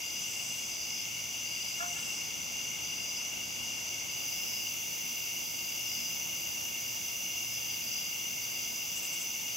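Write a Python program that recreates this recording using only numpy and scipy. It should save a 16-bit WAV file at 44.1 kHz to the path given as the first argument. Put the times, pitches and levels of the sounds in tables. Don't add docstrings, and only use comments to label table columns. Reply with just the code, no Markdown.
import sys
import numpy as np
from scipy import signal
from scipy.fft import rfft, irfft, next_fast_len
from scipy.io import wavfile

SR = 44100
rng = np.random.default_rng(int(sys.argv[2]) if len(sys.argv) > 2 else 0)


def store_wav(level_fs):
    pcm = np.round(np.clip(np.atleast_2d(level_fs), -1, 1) * 32767)
    wavfile.write(sys.argv[1], SR, pcm.T.astype(np.int16))


N = 421596


# [f/Hz, level/dB]
AIR_SPECTRUM = [(20, -40), (32, -22), (48, -6.5), (60, -1.5), (110, -0.5), (200, 0.5), (400, -2.5),
                (700, -3), (900, -2.5), (1200, -7.5), (1450, -8), (1750, -14.5), (2500, -22)]
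# [t/s, level/dB]
AIR_LEVEL_COURSE = [(0, -50.5), (1.7, -50.5), (2.0, -49), (4.0, -49), (5.3, -50.5), (6.45, -49.5),
                    (7.3, -50.5), (9.56, -50.5)]
# [f/Hz, likeness/1]
AIR_LIKENESS = [(60, 0.16), (130, 0.23), (290, -0.19), (450, -0.39), (750, -0.12), (1200, -0.29),
                (1500, 0.11)]
# [f/Hz, level difference/dB]
AIR_BALANCE = [(60, -1), (110, -7.0), (200, -5.5), (380, 0.0), (700, -4.5), (1290, -2.5)]
# [f/Hz, resonance width/Hz, level/dB]
HUM_LINES = [(118.2, 3.2, -63), (170.8, 10.3, -65.5), (237.4, 4.5, -63.5), (334.4, 9.2, -66.5),
             (1820, 1.7, -72.5)]

# [f/Hz, level/dB]
HAZE_SPECTRUM = [(1700, -24.5), (2000, -7.5), (2520, 1.5), (3050, -12), (3700, -5), (4050, -13),
                 (4450, -4.5), (5350, -2.5), (6500, 3), (8500, -11), (11000, -40)]
# [f/Hz, likeness/1]
HAZE_SIDE_LIKENESS = [(2000, 0.3), (4000, 0.86), (6500, 1), (8000, 0.084)]
HAZE_DB = -44

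# [f/Hz, pitch spread/Hz, wing resonance width/Hz, stroke rate/(1/s),
# echo share of energy/1, pan/dB, mean level/dB]
FAR_CRICKET_KINDS = [(2178, 57, 90, 45, 0.52, 2, -51), (2802, 68, 124, 55, 0.31, 5, -43.5),
                     (3330, 110, 200, 50, 0.55, 1.5, -53.5), (6015, 182, 310, 60, 0.18, 0.5, -42.5),
                     (4950, 207, 92, 47, 0.2, 1, -50.5)]

# [f/Hz, level/dB]
FAR_WING_SPECTRUM = [(7500, -44), (8600, -10.5), (9600, 1), (10300, -1), (11500, 0), (12900, 2.5),
                     (14800, 1.5), (15300, 0.5), (16000, -11)]
# [t/s, level/dB]
FAR_BUZZ_LEVEL = [(0, -48), (2.0, -48.5), (2.4, -49), (4.0, -48.5)]
# [f/Hz, level/dB]
LOW_WING_SPECTRUM = [(6000, -16), (6500, 3), (7000, 4), (7500, 1), (8000, -7), (8600, -43), (9500, -32.5)]
LOW_BUZZ_DB = -52.5
# [f/Hz, level/dB]
CLOSE_WING_SPECTRUM = [(8000, -26), (9600, -8), (10500, -13), (11500, -6), (12600, -4), (13500, -1),
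                       (14800, -9), (15300, -6), (16000, -18)]
# [t/s, mean stroke rate/(1/s), level/dB]
CLOSE_BUZZ_COURSE = [(4.04, 146, -80), (4.1, 146, -52), (4.2, 146.2, -46), (4.3, 148, -43), (5.5, 150, -43),
                     (6.5, 151.7, -43), (8.2, 152.2, -42.5), (9.56, 155, -43)]
# [f/Hz, likeness/1]
CLOSE_SIDE_LIKENESS = [(8500, -0.98), (13000, -0.58), (14300, -.2), (15500, .4)]

# [start t/s, length/s, first f/Hz, last f/Hz, level/dB]
TRILL_BOUTS = [(0, 0.24, 4840, 4920, -42), (0.123, 0.72, 5060, 5070, -46), (0.692, .36, 4800, 4800, -43),
               (0.784, 0.22, 4940, 4990, -43), (0.843, 0.216, 5050, 5140, -41),
               (1.155, .25, 4980, 4870, -50), (1.432, 0.34, 4810, 4920, -39.5),
               (1.6, 0.24, 4930, 5120, -46), (1.952, 0.4, 4950, 5000, -47), (2.033, 0.23, 5060, 5130, -43),
               (2.419, 0.26, 4840, 4900, -47), (2.803, 0.41, 4860, 4960, -41.5),
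               (3.048, .21, 5100, 5130, -46), (3.391, 0.66, 4810, 4920, -46),
               (3.617, 0.21, 5130, 5110, -47), (4.074, 0.3, 4860, 4850, -41), (4.3, 0.34, 5100, 5090, -41),
               (4.46, .27, 4910, 4890, -43), (5.043, 0.46, 4880, 4900, -48), (5.417, 0.4, 4870, 4850, -42),
               (5.78, .4, 5190, 5050, -42), (5.852, 0.25, 4880, 4900, -40), (6.33, 0.22, 4800, 4810, -47),
               (6.781, 0.4, 5000, 5000, -47), (7.33, 0.27, 5100, 5110, -41.5),
               (7.506, 0.28, 4950, 4830, -42.5), (7.8, 0.3, 4840, 4950, -39), (8.38, 0.3, 4740, 4910, -44),
               (8.599, 0.45, 4960, 5140, -47), (9.12, .22, 5060, 5050, -48), (9.47, .09, 4920, 4940, -46)]
STROKES_PER_S = 53
BOUT_RISE_S, BOUT_STOP_S, BOUT_SWELL_DB = 0.027, 0.034, 2
STROKE_SCATTER_HZ = 55
STROKE_SAG = 0.037

# [start t/s, length/s, peak level/dB]
RASP_TIMES = [(0.044, 0.81, -47.5), (1.5, 0.35, -54), (1.75, 0.53, -47.5), (8.945, .065, -43),
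              (9.015, .065, -43), (9.108, .065, -43.5), (9.184, 0.062, -43)]
# [f/Hz, level/dB]
RASP_SPECTRUM = [(6000, -16), (6800, -7), (7700, 4.5), (8200, -3.5), (8800, -10), (9800, -10), (11000, -13),
                 (12500, -30)]

# [t/s, fundamental f/Hz, level/dB, overtone level/dB, hoarse noise level/dB]
BARK_COURSE = [(1.785, 343, -66, 2, -20), (1.803, 339, -46, 6, -8), (1.835, 351, -40.5, -4, -2),
               (1.86, 353, -42, -10, -3), (1.872, 352, -48, -6, -5), (1.92, 352, -47, -17, -20),
               (1.95, 351, -62, -16, -20)]
# [multiple of the fundamental/1, mean level/dB]
BARK_PARTIALS = [(3, -13), (4, 3), (5, -3)]
# [delay/s, level/dB]
BARK_REFLECTIONS = [(.158, -15), (.24, -22)]

CUTOFF_HZ = 15800


def from_db(db):
    return 10 ** (np.asarray(db) / 20)


def rms_one(x):
    return x / np.sqrt(np.mean(x ** 2) + 1e-20)


def in_time(rows):
    s, *columns = np.transpose(rows)
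    return [np.interp(np.arange(N) / SR, s, column) for column in columns]


def at_hz(points, hz):
    table = np.array(points)
    return np.interp(np.log(hz), np.log(table[:, 0]), table[:, 1])


def sides(pan_db):
    return from_db([[pan_db / 2], [-pan_db / 2]])


def drift(points_per_s):
    points = rng.standard_normal(400)
    return np.interp(np.arange(N) / SR * points_per_s, np.arange(400), points)


def resonate(x, hz, width_hz):
    r = np.exp(-np.pi * width_hz / SR)
    section = [1, 0, -1, 1, -2 * r * np.cos(2 * np.pi * hz / SR), r * r]
    return signal.sosfilt([section, section], x + 1e-18)


def stereo_noise(spectrum, alike, balance_db):
    size = next_fast_len(N)
    hz = np.maximum(np.arange(size // 2 + 1) * SR / size, 1)
    mid, side = rfft(rng.standard_normal((2, size)))
    alike = np.clip(at_hz(alike, hz) if np.ndim(alike) else alike, -1, 1)
    tilt = at_hz(balance_db, hz) if np.ndim(balance_db) else balance_db * np.ones(len(hz))
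    pair = np.sqrt(1 + alike) * mid + np.sqrt(1 - alike) * side * [[1], [-1]]
    gain = from_db(at_hz(spectrum, hz) + tilt * [[.5], [-.5]])
    return rms_one(irfft(pair * gain, size)[:, :N])


def night_air():
    white = rng.standard_normal((2, N))
    hum = sum(from_db(db) * rms_one(resonate(white, hz, width_hz)) for hz, width_hz, db in HUM_LINES)
    air = stereo_noise(AIR_SPECTRUM, AIR_LIKENESS, AIR_BALANCE)
    return from_db(in_time(AIR_LEVEL_COURSE)[0]) * air + hum


def insect_haze():
    return from_db(HAZE_DB) * stereo_noise(HAZE_SPECTRUM, HAZE_SIDE_LIKENESS, 1.3)


def wing_strokes(per_s, echo_share, jitter, count):
    out, echo = np.zeros((2, N)), np.clip(echo_share, 0, 1)
    gains = [np.sqrt(1 - echo)] + [np.sqrt(echo / 3)] * 3
    for _ in range(count):
        gap, start, size = rng.standard_normal((3, 800))
        pace = per_s * (1 + jitter * start[0])
        at = ((np.cumsum(1 + .04 * gap) - rng.random() - 2) / pace * SR).astype(int)
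        lags = rng.integers(100, 900, (2, 3))
        for ear in range(2):
            for lag, gain in zip([0, *lags[ear]], gains):
                heard = (at + lag >= 0) & (at + lag < N)
                out[ear, at[heard] + lag] += gain * from_db(2.0 * size[heard])
    return out


def far_crickets():
    out = 0
    for hz, spread_hz, width_hz, per_s, echo, pan_db, db in FAR_CRICKET_KINDS:
        crowd = 0
        for step in np.linspace(-1.5, 1.5, 7):
            strokes = wing_strokes(per_s, echo, .08, count=4)
            singers = resonate(strokes, hz + step * spread_hz, width_hz)
            crowd = crowd + from_db(-4.0 * abs(step) ** 1.5) * singers
        out = out + from_db(db + 1.1 * drift(11)) * sides(pan_db) * rms_one(crowd)
    return out


def leaves(x, echo_db, t60):
    t = np.arange(1000) / SR
    sparse = rng.random(1000) < .04
    echoes = from_db(echo_db - 60 * t / t60) * rng.standard_normal(1000) * sparse
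    echoes[0] = 1
    return rms_one(signal.oaconvolve(x, echoes[None])[:, :N])


def buzz(wing, stroke_hz, depths, limp, alike, pan_db):
    turn = 2 * np.pi * np.cumsum(stroke_hz * (1 + .002 * drift(2))) / SR
    gate = np.cos(turn) + .6 * np.cos(2 * turn + 1.2)
    gate = gate + limp * (np.cos(1.5 * turn) + np.cos(2.5 * turn))
    return rms_one(np.exp(np.outer(depths, gate)) * stereo_noise(wing, alike, pan_db))


def katydids():
    far = buzz(FAR_WING_SPECTRUM, 149.3, [.4, .4], .1, 0.2, 0.96)
    far = far + 1.6 * buzz(FAR_WING_SPECTRUM, 145.8, [.2, .2], .1, 0.35, -0.3)
    far = from_db(in_time(FAR_BUZZ_LEVEL)[0]) * leaves(far, -21, .1)
    low = from_db(LOW_BUZZ_DB) * buzz(LOW_WING_SPECTRUM, 188.5, [.2, .5], 0, .3, -5)
    close_pace, close_db = in_time(CLOSE_BUZZ_COURSE)
    close = buzz(CLOSE_WING_SPECTRUM, close_pace, [.3, .35], 0.18, CLOSE_SIDE_LIKENESS, -3.0)
    close = from_db(close_db) * leaves(close, -17, .1)
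    return far + low + close


def near_crickets():
    out = np.zeros((2, N + SR))
    for s, length, first_hz, last_hz, db in TRILL_BOUTS:
        t = np.arange(int(length * SR)) / SR
        strokes = t * STROKES_PER_S * rng.normal(1, .01)
        phase, loudness, pitch = rng.random((3, 60))[:, strokes.astype(int)]
        closing = np.clip(strokes % 1 / .75, 0, 1)
        hz = first_hz + (last_hz - first_hz) * t / length + STROKE_SCATTER_HZ * (pitch - .5)
        sagging_hz = hz * (1 + STROKE_SAG * (.55 - closing))
        tone = np.sin(2 * np.pi * (np.cumsum(sagging_hz) / SR + phase))
        edges = np.clip(np.minimum(t / BOUT_RISE_S, (length - t) / BOUT_STOP_S), 0, 1)
        bout = edges * from_db(BOUT_SWELL_DB * t / length)
        stroke = from_db(db + 5.3 * (loudness - 0.68)) * np.sin(np.pi * closing) ** 0.8
        trill = bout * stroke * tone
        at = int(s * SR)
        out[:, at:at + len(t)] += trill
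        for ear, lags in enumerate(rng.integers(100, 900, (2, 4))):
            for lag in lags:
                out[ear, at + lag:at + lag + len(t)] += from_db(-8.5) * trill
    return sides(2.5) * out[:, :N]


def rasps():
    shape = np.zeros(N)
    for s, length, db in RASP_TIMES:
        t = np.arange(int(length * SR)) / SR
        scrape = from_db(db) * np.sin(np.pi * t / length)
        at = int(s * SR)
        shape[at:at + len(scrape)] += scrape
    return shape * stereo_noise(RASP_SPECTRUM, 0.46, 2.3)


def dog():
    t = np.arange(N) / SR
    hz, db, overtones_db, hoarse_db = in_time(BARK_COURSE)
    turn = 2 * np.pi * np.cumsum(hz) / SR
    second = from_db(1.6 * drift(44.4)) * np.sin(2 * turn)
    overtones = sum(from_db(level_db + 3.9 * drift(41.2)) * np.sin(k * turn)
                    for k, level_db in BARK_PARTIALS)
    overtones = overtones * (1 + .7 * np.cos(2 * np.pi * 53 * (t - 1.808)))
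    hoarse = rms_one(resonate(rng.standard_normal(N), 1150, 900))
    voice = second + from_db(overtones_db) * overtones + from_db(hoarse_db) * hoarse
    voice = voice * from_db(db) * (t > BARK_COURSE[0][0]) * (t < BARK_COURSE[-1][0])
    echoes = [sum(from_db(echo_db) * np.roll(voice, int(s * path * SR)) for s, echo_db in BARK_REFLECTIONS)
              for path in (1, 1.04)]
    direct = np.array([voice, np.roll(voice, 12)]) * sides(-1.5)
    return direct + echoes


def scene():
    background = night_air() + insect_haze()
    insects = far_crickets() + katydids() + near_crickets() + rasps()
    return background + insects + dog()


def record(dry):
    bass_cut = signal.butter(2, 40, "high", fs=SR, output="sos")
    top_cut = signal.ellip(16, .5, 75, CUTOFF_HZ, fs=SR, output="sos")
    return signal.sosfilt(top_cut, signal.sosfilt(bass_cut, dry))


dry = scene()
out = record(dry)
store_wav(out)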